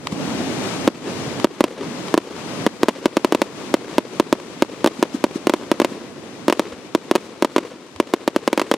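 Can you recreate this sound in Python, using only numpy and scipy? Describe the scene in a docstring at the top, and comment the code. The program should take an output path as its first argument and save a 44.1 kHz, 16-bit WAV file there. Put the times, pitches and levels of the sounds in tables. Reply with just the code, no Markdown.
"""Close under a fireworks display: shells burst overhead, mortars thump, fountains roar and hiss, stars pop.
Each burst is a shock wave with a second shock and ground reflections, ringing in the phone's low cut.
Rough ground scatters it into a crack, and the surroundings return a fizz and a dull, grainy roll.
The bangs overload the microphone, and the gain control ducks the fountains after every one."""
import sys
import numpy as np
from scipy import signal
from scipy.fft import rfft, irfft
from scipy.io import wavfile
from scipy.ndimage import uniform_filter1d, minimum_filter1d

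SR = 44100
rng = np.random.default_rng(int(sys.argv[2]) if len(sys.argv) > 2 else 0)


def persist_wave(psi):
    """Save psi, clipped to +-1, as 16-bit WAV."""
    counts = np.round(np.clip(psi, -1, 1) * 32767).astype(np.int16)
    wavfile.write(sys.argv[1], SR, np.atleast_2d(counts).T)


N = 386747

# Shell bursts. Each row: start in seconds, shock level in dB, pressure decay in ms, first reflection's
# lag in ms. That lag follows the shell's place in the sky and gives it its own hollow knock.
SHELLS = [(0.8767, 16.5, 3, 3.7), (1.4447, 16.5, 2.6, 3.2), (1.607, 15.5, 3, 3.5),
          (1.6406, 12.5, 0.79, 3.05), (2.1413, 15, 2.9, 2.9), (2.177, 13.5, 0.84, 2.93),
          (2.665, 14.5, 2.6, 4.1), (2.8325, 15, 4.5, 2.65), (2.8845, 13, 1.2, 3.1),
          (2.8893, 9.5, 0.59, 3.1), (3.0574, 15, 4, 3.15), (3.1693, 14, 3.1, 3.26), (3.2467, 14, 1.6, 3),
          (3.3234, 14, 0.75, 2.65), (3.3485, 12, 1, 3.25), (3.4178, 14.5, 0.47, 3.44),
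          (3.741, 17, 0.79, 3.3), (3.9823, 15.5, 1.3, 3.3), (4.1988, 15.5, 3.7, 2.97),
          (4.3271, 15, 3.4, 3.2), (4.6227, 16, 1.7, 3.2), (4.8444, 15, 1.7, 3.26),
          (4.8614, 13.5, 0.67, 3.3), (4.8742, 11.5, .35, 2.8), (5.0272, 15, 1.1, 2.9),
          (5.2408, 15, 3.1, 3.27), (5.4703, 14.5, 1.7, 2.85), (5.4961, 13.5, .5, 3.4),
          (5.5376, 13, 0.51, 3.05), (5.7157, 14.5, 1.5, 3.15), (5.8002, 14, 1, 2.9),
          (5.8173, 10.5, 1.9, 3.4), (5.8469, 13.5, 0.28, 3.2), (6.482, 15, 1.1, 3.2),
          (6.4991, 13.5, 0.45, 3.04), (6.5255, 15, 0.22, 2.7), (6.5952, 14, 0.48, 3.5),
          (6.9498, 14.5, 2, 2.95), (7.1127, 15, 1, 2.85), (7.1535, 12.5, 0.85, 3.1), (7.159, 12, 0.31, 3.1),
          (7.424, 14.5, 0.87, 3.1), (7.4471, 12.5, 0.43, 3.2), (7.5625, 14, 0.9, 2.77),
          (7.5816, 11, 0.58, 3.2), (8.0006, 14, 2.3, 2.87), (8.1376, 14, 1.1, 2.7),
          (8.2776, 13.5, .65, 3.4), (8.3624, 13, 1.1, 3.25), (8.4769, 14.5, 0.47, 3.7),
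          (8.5299, 11.5, .65, 3.15), (8.5766, 11.5, .55, 3.6), (8.5964, 14.5, 0.11, 3.2),
          (8.6162, 8.5, 0.49, 3), (8.7144, 17, 0.33, 3.86), (8.7395, 9.5, 0.38, 3.7)]
# Mortars firing. Each row: peak time in seconds, level in dB, pitch in Hz, half-length in ms.
MORTARS = [(.129, -10, 212, 3.4), (0.406, -18.5, 258, 3.9), (1.078, -20, 348, 4.3), (1.279, -22, 140, 7.7),
           (4.995, -5, 243, 4.1), (5.15, 1.5, 271, 4.6), (5.3605, 2, 290, 2.7), (5.923, -7.5, 272, 4.8),
           (6.735, -26, 86, 7.9), (7.968, -25.5, 90, 12)]
# Tone of the cracks and pops. Each row: frequency in Hz, relative level in dB.
CRACK_SPECTRUM = [(200, -16), (600, -0.5), (1000, 12.5), (1600, -2.5), (2000, 5.5), (3200, 2.5), (6000, -8),
                  (10000, -13.5), (16000, -37)]
# Tone of the sparks, gas and fizz. Each row: frequency in Hz, relative level in dB.
HISS_SPECTRUM = [(200, -21), (600, 5.5), (1080, 4), (1550, -1), (2400, -1.5), (4000, -2), (6300, -4),
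                 (9000, -9), (12500, -18.5), (16000, -30)]


def undb(db):
    """Decibels to gain."""
    return 10 ** (np.asarray(db) / 20)


def samples(ms):
    """Milliseconds to whole samples."""
    return int(round(ms * SR / 1000))


def add(track, start_s, sound):
    """Mix a short sound into a track."""
    i = max(int(round(start_s * SR)), 0)
    part = sound[..., :max(N - i, 0)]
    track[..., i:i + part.shape[-1]] += part


def per_bin(points):
    """A curve over log frequency, read at every spectral bin."""
    hz, value = np.transpose(points)
    return np.interp(np.log(np.arange(N // 2 + 1) * SR / N + 1), np.log(hz), value)


def colour(x, spectrum):
    """Filter by a spectrum; white noise keeps its power."""
    gain = undb(per_bin(spectrum))
    return irfft(rfft(x) * gain / np.sqrt(np.mean(gain ** 2)), N)


def stereo_noise(correlation, balance_db):
    """Noise at two microphone ports; a positive balance leans left."""
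    mid, side = rfft(rng.standard_normal((2, N)))
    alike = np.clip(correlation, -.99, .99)
    sign = np.array([[1], [-1]])
    ports = mid * np.sqrt(1 + alike) + sign * side * np.sqrt(1 - alike)
    return irfft(ports * undb(sign * balance_db / 2), N) / np.sqrt(2)


def wobble(rate_hz):
    """Random steps, smoothed twice."""
    hold = int(SR / rate_hz)
    steps = np.repeat(rng.standard_normal(N // hold + 1), hold)
    return uniform_filter1d(uniform_filter1d(steps, hold), hold)[:N]


def shell_bursts(second_ms=1.85, second_db=-17.5, first_echo_db=-9, lag_spread=.05, echo_spread_db=2):
    """Pressure jumps and sinks; a second shock follows, then reflections with blunted fronts."""
    # Weaker reflections off the ground and things nearby. Each row: lag in ms, gain in dB.
    reflections = [(6.0, -23), (6.7, -24), (8.7, -17), (26, -28.5)]
    pressure = np.zeros(N)
    ms = np.arange(samples(20)) / SR * 1000
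    blunt = signal.butter(1, 6500, fs=SR)
    chance = rng.standard_normal((len(SHELLS), len(reflections) + 1, 2))
    for (start, db, decay_ms, echo_ms), draws in zip(SHELLS, chance):
        shock = undb(db) * np.exp(-ms / decay_ms)
        since_second = ms - second_ms * (1 + lag_spread * draws[0, 0])
        second_shock = undb(db + second_db) * (since_second > 0) * np.exp(-np.abs(since_second) / decay_ms)
        blast = shock + second_shock
        add(pressure, start, blast)
        reflected = signal.lfilter(*blunt, blast)
        add(pressure, start + samples(echo_ms) / SR, undb(first_echo_db) * reflected)
        for (lag_ms, gain_db), (shift, swing) in zip(reflections, draws[1:]):
            arrival = start + samples(lag_ms * (1 + lag_spread * shift)) / SR
            add(pressure, arrival, undb(gain_db + echo_spread_db * swing) * reflected)
    return microphone_ring(pressure)


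def microphone_ring(pressure, turn_hz=1728, air_hz=12000, leak_db=-30, leak_hz=70):
    """A shock rings the microphone's low cut near 300 Hz, and the phone's case adds its resonances."""
    # Two resonant high-pass stages. Each row: corner in Hz, Q.
    low_cut = [(329, 1.91), (196.5, 1.94)]
    # Case resonances. Each row: centre in Hz, width in Hz, level in dB.
    case_modes = [(570, 110, -5.5), (960, 176, -0.5)]
    s = 1j * np.arange(N // 2 + 1) * SR / N
    response = np.prod([s ** 2 / (s ** 2 + s * hz / q + hz ** 2) for hz, q in low_cut], axis=0)
    response *= 1 + sum(undb(db) * s * width / (s ** 2 + s * width + hz ** 2)
                        for hz, width, db in case_modes)
    response *= (turn_hz - s) / (turn_hz + s)  # the treble flips polarity: a spike leads the swing
    response /= np.sqrt(1 + np.abs(s / air_hz) ** 4)  # air takes the very top
    bass_band = s * leak_hz / (s ** 2 + s * leak_hz + leak_hz ** 2)
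    body_leak = undb(leak_db) * bass_band * s / (s + leak_hz)
    return irfft(rfft(pressure) * (response + body_leak), N)


def ground_crack(level_db=-9, growth=0.4, spread_db=1.06, decay_s=0.0042,
                 slap_db=-20, slap_s=0.02626, slap_smear_s=0.00058):
    """Rough ground scatters each shock into a spray of treble; something nearby slaps it back once."""
    t = np.arange(samples(50)) / SR
    slap = undb(slap_db) * np.exp(-((t - slap_s) / slap_smear_s) ** 2)
    spray = np.exp(-t / decay_s) + slap
    envelope = np.zeros(N)
    for (start, db, *_), swing in zip(SHELLS, rng.standard_normal(len(SHELLS))):
        add(envelope, start, undb(level_db + growth * db + spread_db * swing) * spray)
    return envelope * colour(stereo_noise(0.92, balance_db=0.17), CRACK_SPECTRUM)


def fizz_echo(level_db=-35, lag_s=0.099, lag_spread=0.036, smear_s=0.017, spread_db=1):
    """The surroundings scatter each crack back as a short fizz."""
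    power = np.zeros(N)
    t = np.arange(SR // 2) / SR
    for (start, *_), (shift, swing) in zip(SHELLS, rng.standard_normal((len(SHELLS), 2))):
        puff = np.exp(-((t - lag_s * (1 + lag_spread * shift)) / smear_s) ** 2)
        add(power, start, undb(level_db + spread_db * swing) ** 2 * puff)
    return np.sqrt(power) * colour(stereo_noise(0.05, balance_db=5.8), HISS_SPECTRUM)


def far_echoes(level_db=-41.5, lag_spread=0.042, spread_db=1.4, flutter_db=2, grain_db=3.5):
    """The surroundings return every bang as a few smeared, grainy puffs and a dull roll."""
    # The returns. Each row: lag in seconds, smear in seconds, relative level in dB.
    echoes = [(0.073, 0.0055, 4.5), (0.099, 0.01, -1.5), (.14, 0.019, -0.5), (.2, 0.032, -4),
              (.35, 0.72, -12)]
    # Their dull tone. Each row: frequency in Hz, relative level in dB.
    echo_spectrum = [(40, -46), (80, -16), (140, -16), (260, -1), (360, 2.5), (520, -1.5), (760, -14.5),
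                     (1050, -10), (1500, -17), (2200, -18), (4000, -22.5), (9000, -35), (16000, -59)]
    power = np.zeros(N)
    t = np.arange(SR) / SR
    chance = rng.standard_normal((len(SHELLS), len(echoes), 2))
    for (start, db, *_), draws in zip(SHELLS, chance):
        for (lag_s, smear_s, echo_db), (shift, swing) in zip(echoes, draws):
            puff = np.exp(-((t - lag_s * (1 + lag_spread * shift)) / smear_s) ** 2)
            add(power, start, undb(db + echo_db + spread_db * swing) ** 2 * puff)
    # single reflectors stand out of the roll as grains
    grains = stereo_noise(1.0, balance_db=3) * undb(grain_db * wobble(400))
    return undb(level_db + flutter_db * wobble(45)) * np.sqrt(power) * colour(grains, echo_spectrum)


def mortar_thumps():
    """Each lift charge is a soft thump of a few cycles."""
    thumps = np.zeros(N)
    t = np.arange(-samples(40), samples(40)) / SR
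    for peak_s, db, hz, half_ms in MORTARS:
        envelope = np.exp(-(t * SR / samples(half_ms)) ** 2)
        add(thumps, peak_s + t[0], undb(db) * np.cos(2 * np.pi * hz * t) * envelope)
    return thumps


def mortar_gas(level_db=-26, growth=0.99, half_s=0.017):
    """Gas leaves each mortar in a spurt of hiss, louder for a stronger charge."""
    envelope = np.zeros(N)
    t = np.arange(-samples(60), samples(60)) / SR
    for peak_s, db, *_ in MORTARS:
        add(envelope, peak_s + t[0], undb(level_db + growth * db) * np.exp(-(t / half_s) ** 2))
    return envelope * colour(stereo_noise(.1, balance_db=7.7), HISS_SPECTRUM)


def fountains(roar_db=3.5, flutter_db=1.0, flicker_db=0.8):
    """Ground fountains: flames roar and flutter low down while jets of sparks hiss."""
    # The roar and hiss fade in as the gain recovers from an earlier bang, then burn on and slowly die down.
    # Each row: time in seconds, flame level in dB, spark level in dB.
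    burn = [(0, -42, -46.5), (.17, -27.5, -33.5), (.6, -28.5, -31.5), (1.35, -30.5, -34), (1.7, -34, -37),
            (2.05, -30.5, -34), (2.35, -34, -34.5), (2.62, -26.5, -30), (2.95, -34.5, -34),
            (3.6, -28.5, -31), (4.1, -31.5, -32), (4.85, -31.5, -32.5), (5.4, -31, -31.5), (6, -28, -32),
            (6.35, -28.5, -32), (6.8, -33, -34.5), (7.8, -38.5, -37), (8.77, -36, -36.5)]
    # Tone of the flames. Each row: frequency in Hz, relative level in dB.
    roar_spectrum = [(20, -42), (40, -36), (80, -13.5), (150, -2), (260, 2), (450, -5.5), (700, -11.5),
                     (1100, -19.5), (2000, -28), (5000, -61)]
    # The hiss leans left. Each row: frequency in Hz, left minus right in dB.
    hiss_balance = [(400, 2), (800, 6), (1300, 12.5), (2400, 15), (4400, 8.5), (8000, 5.5), (15000, -1.5)]
    # Its treble spreads wide. Each row: frequency in Hz, left-right correlation from -1 to 1.
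    hiss_correlation = [(600, 1), (1400, 0.52), (3100, -0.32), (7000, -0.4)]
    times, *levels = np.transpose(burn)
    flame_db, spark_db = (np.interp(np.arange(N) / SR, times, db) for db in levels)
    roar = colour(stereo_noise(0.72, balance_db=-2), roar_spectrum)
    roar *= undb(flame_db + roar_db + flutter_db * wobble(35))
    hiss = colour(stereo_noise(per_bin(hiss_correlation), per_bin(hiss_balance)), HISS_SPECTRUM)
    hiss *= undb(spark_db + flicker_db * wobble(24.82))
    return roar + hiss


def star_crackle(faint_count=120, faint_db=-17, tail_db=-16, tail_s=0.0022):
    """Burning stars pop: a few clear snaps and many faint ones, each with a tiny scattered tail."""
    # The clear snaps. Each row: start in seconds, level in dB.
    snaps = [(0.0712, 4), (0.124, -9), (1.3998, -3), (2.0834, -5), (7.962, -2)]
    clicks = np.zeros(N)
    when, size = rng.random((faint_count, 2)).T
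    for start, db in snaps:
        add(clicks, start, undb([db]))
    np.add.at(clicks, (when * N).astype(int), undb(faint_db) * size ** 2)
    t = np.arange(samples(12)) / SR
    tails = undb(tail_db) * np.exp(-t / tail_s) * rng.standard_normal((2, len(t)))
    tails[:, 0] = 1  # the direct click
    return colour(signal.fftconvolve(clicks[None], tails, axes=1)[:, :N], CRACK_SPECTRUM)


def from_ahead(x, lag_s=7e-6, balance_db=-0.14):
    """Sound from almost straight ahead: a hair sooner on the left, a hair louder on the right."""
    hz = np.arange(N // 2 + 1) * SR / N
    sign = np.array([[1], [-1]])
    return irfft(rfft(x) * np.exp(1j * np.pi * sign * hz * lag_s), N) * undb(sign * balance_db / 2)


def scene():
    """Bursts and thumps sit in the centre; hiss and fizz spread wide around them."""
    bangs = from_ahead(shell_bursts() + mortar_thumps()) + ground_crack()
    return bangs + fizz_echo() + far_echoes() + mortar_gas() + fountains() + star_crackle()


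def gain_control(x, threshold_db=-3, depth_db=13, hold_ms=120, release_db_per_s=115,
                 memory_s=2.68, memory_weight=1.57):
    """Loud peaks duck the gain by a limited depth; it holds, then recovers, less fully after many bangs."""
    hold = samples(hold_ms)
    origin = (hold - 1) // 2 - samples(1)  # looks 1 ms ahead
    peak = -minimum_filter1d(-np.abs(x).max(axis=0), hold, origin=origin, mode="constant")
    cut_db = np.clip(20 * np.log10(peak + 1e-9) - threshold_db, 0, depth_db)
    release_db = release_db_per_s * np.arange(N) / SR
    cut_db = np.maximum.accumulate(cut_db + release_db) - release_db
    k = 1 / (memory_s * SR)
    lingering_db = np.minimum(memory_weight * signal.lfilter([k], [1, k - 1], cut_db), depth_db)
    return x * undb(-np.maximum(cut_db, lingering_db))


def record(dry, lopsided=0.005, top_hz=16000):
    """The phone ducks, rounds off the remaining peaks, negative ones a little sooner, and cuts the top."""
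    ducked = gain_control(dry)
    ceiling = 1.1 + lopsided * np.sign(ducked)
    rounded = ducked / np.cbrt(1 + np.abs(ducked / ceiling) ** 3)
    return signal.sosfilt(signal.ellip(8, .2, 70, top_hz, fs=SR, output="sos"), rounded)


dry = scene()
out = record(dry)
persist_wave(out)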